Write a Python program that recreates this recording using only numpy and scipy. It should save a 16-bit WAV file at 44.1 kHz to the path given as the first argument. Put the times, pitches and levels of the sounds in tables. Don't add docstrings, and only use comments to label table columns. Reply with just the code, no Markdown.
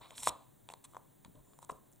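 import sys
import numpy as np
from scipy import signal
from scipy.fft import rfft, irfft
from scipy.io import wavfile
from scipy.ndimage import uniform_filter1d

SR = 44100
rng = np.random.default_rng(int(sys.argv[2]) if len(sys.argv) > 2 else 0)


def inscribe(sig):
    pcm = np.round(np.clip(np.atleast_2d(sig).T, -1, 1) * 32767)
    wavfile.write(sys.argv[1], SR, pcm.astype(np.int16))


N = 88200
T = np.arange(N) / SR
PATCH_DB, PATCH_HZ = 2, 200.4


def undb(db):
    return 10 ** (np.asarray(db, float) / 20)


def unit(x):
    return x / np.sqrt(np.mean(x ** 2))


def along(table, hz):
    table_hz, values = np.array(table).T
    return np.interp(np.log(hz + 1), np.log(table_hz), values)


def walk(rate_hz):
    hold = int(SR / rate_hz)
    steps = np.repeat(rng.standard_normal(N // hold + 1), hold)
    return unit(uniform_filter1d(steps, hold)[:N])


def pan(x, db):
    return x * undb(np.array([[db], [-db]]) / 2)


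def ring(x, hz, t60):
    pole = np.exp(2j * np.pi * hz / SR - np.log(1000) / (t60 * SR))
    return signal.lfilter([1], [1, -pole], x).imag


# (frequency [Hz], decay t60 [s], relative level [dB])
BODY_MODES = [(560, .008, -17), (760, .008, -16), (1000, .012, 0), (1750, .004, -18)]
MIDDLE_MODES = [(2440, 0.0039, -5), (3560, 0.0048, -9), (3830, 0.0037, 5.5), (4150, 0.0034, -7.5)]
TREBLE_MODES = [(7720, 0.0039, 3.5), (8510, 0.0019, 15.5), (10000, .004, -3.5), (12300, .003, -8.5)]
TABLE_MODES = [(55, .06, -11), (140, .04, -6), (290, .02, -4), (450, .02, -4), (600, .04, -1)]
# (low edge [Hz], high edge [Hz])
PART_EDGES = [(420, 2070), (1730, 4000), (5720, 13300), (25, 410)]


def rings(x, part, ratio=1):
    modes = [BODY_MODES, MIDDLE_MODES, TREBLE_MODES, TABLE_MODES][part]
    edges = np.array(PART_EDGES[part]) * ratio
    band = signal.butter(2, edges, "bandpass", fs=SR, output="sos")
    ringing = sum(undb(db) * ring(x, hz * ratio, t60) for hz, t60, db in modes)
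    return signal.sosfilt(band, ringing)


# (time [s], body pitch [ratio], middle and treble pitch [ratio],
# body peak [dB], middle peak [dB], treble peak [dB]), levels before panning and room
SNAPS = [(0.1067, 0.68, 0.86, -48.5, -42.5, -50.5), (.180, 1.5, 1.03, -45, -32.5, -42),
         (0.2326, 1, 1.005, -41, -37, -26.5), (0.249, 1.7, 1.1, -55, -41, -36),
         (0.2726, 1.02, 1.11, -14, -28, -29), (0.6888, 0.93, 0.96, -40.5, -39, -44.5),
         (.701, 0.84, 0.73, -43, -47, -53), (.7375, 0.97, .96, -39.5, -44.5, -41),
         (0.9354, 1.17, 0.83, -51, -64, -74), (0.947, 1.02, .92, -42.5, -58, -59),
         (.955, 1.03, 0.82, -46, -58, -67), (0.9675, 1.01, 0.83, -32.5, -55, -54),
         (0.977, 0.74, 1.2, -58, -84, -59), (1.248, 1.07, 0.98, -49, -48.5, -49.5),
         (1.355, 1.1, 0.86, -62, -61.5, -76), (1.534, 1.07, 0.97, -57, -59.5, -84.5),
         (1.589, 0.96, 1.04, -46.5, -61, -50.5), (1.628, 0.99, 1.02, -43, -60, -50),
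         (1.6475, 1.16, 0.95, -56, -63, -43.5), (1.696, 0.94, 0.85, -30, -62, -51),
         (1.699, 1.037, 0.73, -27, -48, -64), (1.718, 0.46, 0.8, -56, -59.5, -50.5),
         (1.917, 1.4, 1.25, -80, -88, -53.5), (1.926, 0.82, 0.95, -81, -80, -56),
         (1.933, 1.6, .9, -86, -83, -55), (1.96, 0.98, 1, -81, -67.5, -58.5)]
CRUMBLE = [.03, .3, .4]
CRUMBLE_S = 0.0013


def snaps(part):
    k = np.arange(1600)
    out = np.zeros(N + len(k))
    crumbs = rng.standard_normal((len(SNAPS), len(k)))
    for (start, body_ratio, upper_ratio, *db), crumb in zip(SNAPS, crumbs):
        push = CRUMBLE[part] * crumb * np.exp(-k / (CRUMBLE_S * SR))
        push[0] = 1
        snap = rings(push, part, upper_ratio if part else body_ratio)
        out[int(start * SR) + k] += snap / np.abs(snap).max() * undb(db[part])
    return out[:N]


# (time [s], body level [dB], middle level [dB], treble level [dB], table level [dB])
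SLIDE = [(0., -88.5, -107, -86, -65), (.014, -54.5, -62, -70, -61.5), (.05, -56.5, -63, -73.5, -84),
         (.10, -68.5, -71.5, -74, -78), (.115, -58, -68, -67.5, -63), (.15, -70, -66.5, -70.5, -71),
         (.16, -67, -65.5, -58, -69.5), (.2, -61.5, -59, -47.5, -59), (.22, -65, -62.5, -51.5, -72),
         (.232, -51, -51.5, -46, -74.5), (.255, -72, -54.5, -43.5, -70.5), (.275, -37.5, -51, -38, -47.5),
         (.292, -43.5, -41.5, -30.5, -49.5), (.299, -60, -55, -65, -52), (0.309, -59.5, -70, -62.5, -63),
         (.33, -69, -82, -79.5, -60)]
# (time [s], length [s],
# body level [dB], middle level [dB], treble level [dB], table level [dB])
RUBS = [(0.696, 0.027, -56.5, -67.5, -60.5, -68), (0.839, 0.015, -58, -61.5, -54, -81),
        (0.883, 0.1, -75, -87, -76.5, -80), (1.244, 0.022, -64.5, -73, -91, -66),
        (1.347, 0.06, -77, -92, -81, -60.5), (1.445, 0.099, -79, -90.5, -81, -72),
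        (1.614, 0.03, -65.5, -75, -65.5, -71), (1.689, 0.026, -56.5, -67.5, -58.5, -64.5),
        (1.716, 0.051, -74, -84, -74, -64)]
RUB_ATTACK_S, RUB_RELEASE_S = .004, .003
GRAIN_SPREAD_DB = 2.0


def rustle(part):
    slide = np.array(SLIDE)
    gain = undb(np.interp(T, slide[:, 0], slide[:, 1 + part], right=-140))
    for start, length, *db in RUBS:
        rise = np.clip((T - start) / RUB_ATTACK_S, 0, 1)
        fall = np.exp(-np.maximum(T - start - length, 0) / RUB_RELEASE_S)
        gain = gain + undb(db[part]) * rise * fall
    slip_db = GRAIN_SPREAD_DB * rng.exponential(size=N) + PATCH_DB * walk(PATCH_HZ)
    slips = unit(rng.standard_normal(N) * undb(slip_db))
    return rings(slips * gain, part) / rings(slips, part).std()


GAP_HZ, GAP_T60_S = 5546, 0.0074
GAP_DB = -12


def gap():
    slide = np.array(SLIDE)
    treble_db = np.interp(T, slide[:, 0], slide[:, 3], right=-140)
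    gain = undb(treble_db + GAP_DB + PATCH_DB * walk(PATCH_HZ))
    hiss = ring(rng.standard_normal(N), GAP_HZ, GAP_T60_S)
    return gain * unit(ring(hiss, GAP_HZ, GAP_T60_S))


# (time [s], level before onset and decay [dB], pitch [Hz])
THUDS = [(0.277, -47.5, 330), (.305, -70, 110), (.737, -51, 505), (1.256, -41.5, 162), (1.281, -39, 182),
         (1.297, -43.5, 172), (1.352, -51, 296), (1.696, -35.5, 510), (1.724, -43.5, 550),
         (1.718, -39.5, 174)]
THUD_T60_S = .02


def thuds():
    out = np.zeros(N)
    for start, db, hz in THUDS:
        t = np.maximum(T - start, 0)
        onset = 1 - np.exp(-4 * hz * t)
        decay = 1000. ** (-t / THUD_T60_S)
        out += undb(db) * np.sin(2 * np.pi * hz * t) * onset * decay
    return out


# decay t60 [s],
# side against mid [ratio], tail level [dB], lowpass corner [Hz]
ROOM_T60_S = [0.37, 0.48, 0.56, 0.36]
ROOM_WIDTH = [0.29, .05, 0.087, 0.44]
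ROOM_DB = [-11, -18, -26, -9]
ROOM_TOP_HZ = [1250, 6000, 10400, 900]
ROOM_GAP_S = .007


def room(x, part):
    t = T[:SR // 2]
    decay = 1000. ** (-t / ROOM_T60_S[part]) * (t > ROOM_GAP_S)
    mid, side = rng.standard_normal((2, len(t))) * decay
    tail = mid + ROOM_WIDTH[part] * side * np.array([[1], [-1]])
    tail = tail / np.sqrt(np.sum(mid ** 2))
    lowpass = signal.butter(2, ROOM_TOP_HZ[part], fs=SR, output="sos")
    dull = signal.sosfilt(lowpass, x.mean(axis=0))
    return x + undb(ROOM_DB[part]) * signal.fftconvolve(dull[None], tail, axes=1)[:, :N]


# (frequency [Hz], left lead [rad])
PORT_PHASE = [(100, -1.3), (340, -1.4), (1000, -0.27), (2200, -0.6), (3400, 1), (12000, -0.58)]


def ports(x):
    turn = along(PORT_PHASE, np.fft.rfftfreq(N, 1 / SR)) / 2
    return irfft(rfft(x) * np.exp(1j * np.array([turn, -turn])), N)


# (frequency [Hz], relative level per Hz [dB])
AIR = [(20, -19), (40, -13), (81, -14.5), (149, -7), (300, -9.5), (461, -18), (600, -17), (889, -19),
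       (1280, -24.5), (1720, -24.5), (2600, -31.5), (3770, -27), (5000, -38.5), (6900, -26), (9000, -24.5),
       (13000, -28), (16000, -27.5)]
# (frequency [Hz], side minus mid [dB])
AIR_SIDE = [(60, 1.5), (110, 0), (200, -3), (380, 7), (700, 4.5), (1290, -5), (2380, -13), (4400, -37.5),
            (8120, -7.5), (15000, -1)]
# (frequency [Hz], left gain minus right gain [dB])
AIR_BALANCE = [(60, -9.5), (110, 22), (200, 0), (380, 3.5), (700, -3), (1290, 2.5), (2380, 0.5),
               (4400, 0.0), (8120, -1), (15000, 1)]
AIR_DB, AIR_SWAY_DB = -69.5, .6
HUM_HZ, HUM_T60_S, HUM_DB = 138, .2, -72.5
WHINE_HZ, WHINE_DB = 15231, -78.5
BUZZ_HZ = 1432
# (multiple of the base, rms level [dB])
BUZZ = [(5, -78), (6, -82), (7, -89)]
# (start time [s], end time [s], level change [dB])
BUZZ_ON = [(0., .13, -4), (1.447, 1.625, 0)]


def air():
    hz = np.fft.rfftfreq(N, 1 / SR)
    mid, side = rfft(rng.standard_normal((2, N))) * undb(along(AIR, hz))
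    side = side * undb(along(AIR_SIDE, hz))
    lean = undb(along(AIR_BALANCE, hz) / 2)
    tone = irfft(np.array([(mid + side) * lean, (mid - side) / lean]), N)
    tone = tone * undb(AIR_DB + AIR_SWAY_DB * walk(1.7)) / irfft(mid, N).std()
    hum = np.array([unit(ring(rng.standard_normal(N), HUM_HZ, HUM_T60_S)) for _ in range(2)])
    on = sum(undb(db) * ((T >= start) & (T < end)) for start, end, db in BUZZ_ON)
    on = uniform_filter1d(on, size=200)
    buzz = on * sum(undb(db) * np.sin(2 * np.pi * k * BUZZ_HZ * T) for k, db in BUZZ)
    whine = undb(WHINE_DB) * np.sin(2 * np.pi * WHINE_HZ * T)
    return tone + undb(HUM_DB) * hum + np.sqrt(2) * (buzz + whine)


PART_PAN_DB = [2, -1.1, -1, 4.0]


def scene():
    page = [room(pan(snaps(part) + rustle(part), PART_PAN_DB[part]), part) for part in range(3)]
    table = room(pan(thuds() + rustle(part=3), PART_PAN_DB[3]), part=3)
    return air() + ports(sum(page) + table + gap())


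TOP_HZ = 15850


def record(dry):
    lowpass = signal.ellip(10, .2, 70, TOP_HZ, fs=SR, output="sos")
    return signal.sosfilt(lowpass, dry)


dry = scene()
out = record(dry)
inscribe(out)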